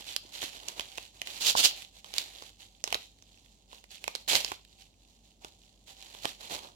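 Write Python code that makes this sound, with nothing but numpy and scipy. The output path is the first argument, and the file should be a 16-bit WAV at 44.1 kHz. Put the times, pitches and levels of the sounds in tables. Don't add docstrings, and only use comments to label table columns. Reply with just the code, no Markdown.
import sys
import numpy as np
from scipy import signal
from scipy.fft import rfft, irfft, next_fast_len
from scipy.io import wavfile
from scipy.ndimage import map_coordinates

SR = 44100
rng = np.random.default_rng(int(sys.argv[2]) if len(sys.argv) > 2 else 0)


def to_wav(s):
    ch = np.atleast_2d(s).T
    pcm = np.round(np.clip(ch, -1, 1) * 32767)
    wavfile.write(sys.argv[1], SR, pcm.astype(np.int16))


N = 297675


def amp(db):
    return 10 ** (np.asarray(db) / 20)


def unit(x):
    return x / np.sqrt(np.mean(x ** 2) + 1e-20)


def along(points, hz):
    f, values = np.transpose(points)
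    return np.interp(np.log(hz + 1), np.log(f), values)


def coloured(x, spectrum, size=2048):
    hz = np.fft.rfftfreq(size, 1 / SR)
    cepstrum = irfft(np.log(amp(along(spectrum, hz))))
    cepstrum[1:size // 2] *= 2
    cepstrum[size // 2 + 1:] = 0
    response = irfft(np.exp(rfft(cepstrum)))
    return signal.fftconvolve(x, response[None], axes=1)[:, :x.shape[1]]


# f/Hz, relative level/dB
ROOM_TONE = [(20, -40.5), (35, -13), (60, -3), (100, 1), (130, -7), (190, -1), (420, -12), (780, -15.5),
             (1400, -37), (2100, -31.5), (3000, -48), (7000, -34), (16000, -45)]
def room_tone(level_db=-69, side_db=-9):
    mid, side = unit(coloured(rng.standard_normal((2, N)), ROOM_TONE, size=8192))
    side = amp(side_db) * side
    return amp(level_db) * np.array([mid + side, mid - side])


# f/Hz, level/dB
MOTOR_TONES = [(44.1, -73.5), (49.3, -65), (98.7, -76.5)]
def appliance_hum():
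    t = np.arange(N) / SR
    return sum(amp(db) * np.sin(2 * np.pi * (hz * t + rng.random())) for hz, db in MOTOR_TONES)


# f/Hz, time to fade by 60 dB/s
ROOM_DECAY = [(100, .5), (500, 0.24), (1500, 0.22), (4000, 0.36), (8000, 0.12), (16000, 0.26)]
def room_echo(x, delay_s=0.004):
    hz, t, noise = signal.stft(rng.standard_normal((2, SR // 2)), SR, nperseg=256)
    decay = amp(-60 * t / along(ROOM_DECAY, hz)[:, None])
    tail = signal.istft(noise * decay, SR, nperseg=256)[1]
    tail = np.pad(tail / np.linalg.norm(tail[0]), ((0, 0), (round(delay_s * SR), 0)))
    return signal.fftconvolve(x[1:], tail, axes=1)[:, :N]


# f/Hz, level/dB
MIC_SHADOW = [(100, -6.5), (600, -6.5), (1400, -2), (3000, -7.5), (7000, -4.5), (8000, -11), (16000, -17.5)]
def mics(pair, alike, lag_samples=16):
    far = alike * pair[:1] + np.sqrt(1 - alike ** 2) * pair[1:]
    left = np.pad(coloured(far, MIC_SHADOW)[0], (lag_samples, 0))[:N]
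    return np.array([left, pair[0]])


def faint_ring(touch, ring_hz=778, q=70, under_db=-16, ceiling_db=-66):
    ring = unit(signal.lfilter(*signal.iirpeak(ring_hz, q, SR), rng.standard_normal((2, N))))
    gain = np.minimum(amp(under_db) * touch[0], amp(ceiling_db))
    return mics(gain * ring, alike=0.8)


# t/s, relative level/dB
FINGER_BUMPS = [(0.251, -50), (0.439, -44), (2.421, -55), (6.253, -35), (6.519, -51)]
def bumps(thud_hz=330, life_s=0.02, gain_db=8):
    thuds = np.zeros((2, N))
    t = np.arange(SR // 8) / SR
    thud = np.sin(2 * np.pi * thud_hz * t) * amp(-60 * t / life_s)
    for s, db in FINGER_BUMPS:
        thuds[0, round(s * SR):][:len(t)] += amp(db) * thud
    return amp(gain_db) * mics(thuds, alike=1)


def crackle(per_s, spread_db, life_s, smooth):
    happens = rng.random(N) < per_s / SR
    sizes = amp(spread_db * np.clip(rng.standard_normal(N), -2, 2))
    t = np.arange(SR // 50) / SR
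    decay = amp(-60 * t / life_s)
    power = np.abs(signal.fftconvolve((happens * sizes) ** 2, decay ** 2)[:N])
    return np.sqrt(smooth + (1 - smooth) * power / power.mean())


def swells(rows, attack_s, release_s):
    t = np.arange(N) / SR
    power = np.zeros((2, N))
    for s, length, facet_db, panel_db in rows:
        near = slice(*np.searchsorted(t, [s, s + length + release_s]))
        age = t[near] - s
        rise = np.sin(np.pi / 2 * np.minimum(age / attack_s, 1)) ** 2
        fade = amp(-60 * np.maximum(age - length, 0) / release_s)
        power[:, near] += (amp([[facet_db], [panel_db]]) * rise * fade) ** 2
    return np.sqrt(power)


# f/Hz, relative level/dB
PANEL_FLUTTER = [(20, -48.5), (60, -10), (130, -10.5), (280, -5.5), (450, -3.5), (620, -0.5), (950, -1),
                 (1150, -5.5), (1450, -13.5), (3000, -35)]
def foil(bursts, gains, facet_spectrum):
    facet_gain, panel_gain = gains
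    facets = unit(coloured(bursts * rng.standard_normal((2, N)), facet_spectrum))
    panels = unit(coloured(bursts * rng.standard_normal((2, N)), PANEL_FLUTTER))
    return mics(facet_gain * facets, alike=0.19) + mics(panel_gain * panels, alike=0.78)


# t/s, length/s, facet level/dB, panel level/dB
FINGER_STROKES = [(-0.06, 0.071, -45.5, -55.5), (0.04, 0.088, -41, -55), (0.2, 0.11, -56, -63),
                  (0.305, 0.075, -41, -54.5), (0.392, 0.049, -33, -45.5), (0.495, 0.069, -45.5, -54.5),
                  (0.58, 0.08, -51.5, -55.5), (0.65, 0.055, -43.5, -51), (0.735, 0.089, -45.5, -51.5),
                  (0.85, 0.2, -50, -63), (1.11, 0.16, -56, -64.5), (1.235, 0.15, -41.5, -53),
                  (1.67, 0.06, -47, -54), (1.735, 0.08, -44, -59), (1.91, 0.077, -54.5, -67),
                  (2.025, 0.11, -51, -59.5), (2.125, 0.08, -37, -51), (2.21, 0.26, -50, -60.5),
                  (2.57, 0.057, -50.5, -65), (2.83, 0.125, -47.5, -54), (2.97, 0.07, -52.5, -67),
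                  (3.675, 0.093, -55, -64), (3.885, 0.062, -46.5, -63.5), (3.99, 0.22, -53.5, -62),
                  (4.385, 0.12, -41, -52), (4.76, 0.06, -55.5, -73), (5.39, 0.076, -55, -59),
                  (5.85, 0.053, -47.5, -59), (5.95, 0.255, -51.5, -61.5), (6.2, 0.093, -41, -53),
                  (6.375, 0.093, -46.5, -54), (6.482, 0.057, -34.5, -39), (6.595, 0.071, -51, -51)]
def fingers(grip_facet_db=-66, grip_panel_db=-78, wander_db=2, shifts_per_s=14):
    knots = rng.standard_normal(int(N * shifts_per_s / SR) + 4)
    wander = map_coordinates(knots, [np.arange(N) * shifts_per_s / SR])
    grip = amp(np.array([[grip_facet_db], [grip_panel_db]]) + wander_db * wander)
    return np.hypot(swells(FINGER_STROKES, attack_s=0.048, release_s=0.26), grip)


# f/Hz, relative level/dB
LIGHT_BRUSH = [(600, -37.5), (1400, -24.5), (2100, -14.5), (2850, -5), (4200, -2), (5200, -7), (7200, -3.5),
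               (8400, -12), (12700, -18.5), (16000, -21.5)]
def ticks(touch, per_s=140, pitch_hz=3600, pitch_spread=0.17, cycles=7, spread_db=5, size=400):
    when, pitch, force = rng.random((int(per_s * N / SR), 3)).T[:, :, None]
    start = (when * (N - size)).astype(int)
    hz = pitch_hz * (pitch / (1 - pitch)) ** (pitch_spread / 2)
    strength = amp(spread_db * np.minimum(-np.log(force), np.e))
    turns = hz * np.arange(size) / SR
    grains = strength * np.sin(2 * np.pi * turns) * amp(-60 * turns / cycles)
    clicks = np.bincount((start + np.arange(size)).ravel(), grains.ravel(), N)
    clicks = unit(coloured(clicks[None], LIGHT_BRUSH)[0])
    return mics(touch[0] * np.array([clicks, np.zeros(N)]), alike=0.9)


# f/Hz, relative level/dB
FIRM_CRINKLE = [(600, -36), (1400, -13.5), (2100, -5), (2850, 0), (4200, 0.5), (5000, -6), (7200, -5),
                (8400, -11.5), (12700, -12), (16000, -22)]
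def handling(touch, firm_db=-55, blend_db=7):
    bursts = crackle(per_s=500, spread_db=5, life_s=0.013, smooth=0.51)
    pressure_db = 20 * np.log10(touch[0])
    firm = (1 + np.tanh((pressure_db - firm_db) / blend_db)) / 2
    crinkle = np.sqrt(firm) * foil(bursts, touch, FIRM_CRINKLE)
    brush = np.sqrt(1 - firm) * foil(bursts, touch, LIGHT_BRUSH)
    return amp(-0.15) * (crinkle + brush) + amp(-5) * ticks(touch)


def stray_creases(touch, per_s=6, over_db=5.5, spread_db=3, pitch_hz=3200, pitch_spread=0.2, pop_db=-19):
    rows = []
    for when, size, pitch in rng.uniform(-1, 1, (int(per_s * N / SR), 3)):
        at = int((when + 1) / 2 * (N - 1))
        rustle_db = 20 * np.log10(touch[0, at])
        snap_db = min(rustle_db + over_db, -42) + spread_db * size
        rows.append((at / SR, snap_db, pitch_hz * np.exp(pitch_spread * pitch), snap_db + pop_db))
    return rows


# f/Hz, relative level/dB
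CREASE_CRACK = [(500, -30), (1400, -14), (2000, -4.5), (2800, -1.5), (4300, -5), (6800, -5.5), (8200, -9),
                (12700, -13), (16000, -21)]
PANEL_POP = [(20, -40), (60, -11), (130, -20), (280, -12), (450, -5), (700, -2.5), (1050, -2),
             (1450, -12.5), (3000, -64.5)]
# t/s, snap level/dB, snap f/Hz, pop level/dB
MAIN_CREASES = [(0.1636, -20.5, 4300, -39.5), (0.4187, -30, 3270, -49), (0.4291, -33, 1900, -36),
                (0.6849, -27, 6640, -50), (0.7961, -25, 2900, -34), (0.8081, -30.5, 3280, -52),
                (0.9762, -34, 3700, -47), (0.9819, -30, 2600, -35.5), (1.2169, -26.5, 2600, -42),
                (1.2725, -33, 2720, -49.5), (1.467, -24, 4900, -55), (1.5519, -35, 4200, -21),
                (1.6313, -24.5, 3400, -44), (1.6568, -17.5, 3900, -35), (1.7108, -33.5, 3100, -53.5),
                (2.0447, -40.5, 3370, -47.5), (2.1392, -30.5, 3850, -43.5), (2.1826, -17.5, 4250, -49),
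                (2.4228, -43, 4500, -42.5), (2.8405, -22, 6100, -35.5), (2.8765, -31.5, 2800, -36.5),
                (2.9263, -21.5, 2840, -26.5), (2.9446, -20, 4070, -37), (2.9527, -31.5, 2600, -31.5),
                (3.2242, -48, 6200, -61.5), (3.7298, -45, 3430, -44), (3.841, -47, 2190, -54),
                (4.0413, -30.5, 2070, -43.5), (4.0791, -25, 2340, -27.5), (4.1519, -25.5, 4100, -36),
                (4.1584, -32.5, 4020, -60), (4.2994, -22, 3320, -49), (4.3324, -21, 4100, -28),
                (4.3535, -14, 4000, -32), (4.447, -22, 5000, -35.5), (4.518, -31.5, 2500, -29),
                (4.65, -50.5, 4200, -74), (5.4471, -37, 3400, -39.5), (6.0256, -41, 3720, -56),
                (6.1489, -41.5, 3100, -45.5), (6.2471, -41.5, 2900, -33), (6.2546, -22.5, 3180, -26)]
def snaps(strays, ring_s=0.013, scatter=0.16, q=4.2, broad_db=-11, pop_ring_s=0.017, pop_scatter=0.09):
    size = 2048
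    t = np.arange(size) / SR
    hz = np.fft.rfftfreq(size, 1 / SR) + 1
    span = SR * 0.004
    cracks, pops = np.zeros((2, 2, N + size))
    for s, snap_db, pitch_hz, pop_db in list(MAIN_CREASES) + strays:
        resonance = 1 / (1 + (q * (hz / pitch_hz - pitch_hz / hz)) ** 2)
        facet_db = along(CREASE_CRACK, hz) + 10 * np.log10(resonance + amp(broad_db) ** 2)
        flip = scatter * rng.standard_normal((2, size)) * amp(-60 * t / ring_s)
        push = pop_scatter * rng.standard_normal((2, size)) * amp(-60 * t / pop_ring_s)
        flip[0, 0] = push[0, 0] = 1
        crack = coloured(flip, np.transpose([hz, facet_db]))
        pop = coloured(push, PANEL_POP)
        start = round(s * SR)
        cracks[:, start:start + size] += amp(snap_db) * crack * np.sqrt(span / np.sum(crack[0] ** 2))
        pops[:, start:start + size] += amp(pop_db) * pop * np.sqrt(span / np.sum(pop[0] ** 2))
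    return mics(cracks[:, :N], alike=0.087) + mics(pops[:, :N], alike=1)


# f/Hz, relative level/dB
LAMINATE_RIP = [(600, -30.5), (1400, -16), (2200, -13.5), (2800, -1.5), (4200, 0.5), (5500, -5),
                (7200, -4.5), (8200, -11.5), (10500, -13), (12700, -14), (16000, -20)]
# t/s, length/s, fracture level/dB, panel level/dB
FIRST_PULL = [(1.392, 0.06, -28.5, -45.5), (1.443, 0.055, -19.5, -39.5), (1.552, 0.052, -19, -37),
              (1.62, 0.035, -15, -37)]
def first_tear():
    fractures = crackle(per_s=2400, spread_db=3, life_s=0.004, smooth=0.3)
    return foil(fractures, swells(FIRST_PULL, attack_s=0.033, release_s=0.12), LAMINATE_RIP)


# t/s, fracture level/dB, panel level/dB
SECOND_PULL = [(4.276, -66, -62), (4.2785, -28.5, -40), (4.3, -23, -40), (4.345, -24.5, -35.5),
               (4.365, -22, -33), (4.385, -31, -46), (4.41, -31, -45.5), (4.45, -65.5, -84)]
def second_tear():
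    fractures = crackle(per_s=1400, spread_db=3, life_s=0.004, smooth=0.35)
    t = np.arange(N) / SR
    times, *levels = np.transpose(SECOND_PULL)
    gains = [amp(np.interp(t, times, db, left=-120, right=-120)) for db in levels]
    return foil(fractures, gains, FIRM_CRINKLE)


def scene():
    touch = fingers()
    sachet = snaps(stray_creases(touch)) + first_tear() + second_tear()
    sachet += handling(touch) + bumps() + faint_ring(touch)
    return sachet + amp(-16) * room_echo(sachet) + room_tone() + appliance_hum()


def record(dry, top_hz=16100):
    size = next_fast_len(N + 8192)
    in_band = np.fft.rfftfreq(size, 1 / SR) < top_hz
    return irfft(rfft(dry, size) * in_band, size)[:, :N]


dry = scene()
out = record(dry)
to_wav(out)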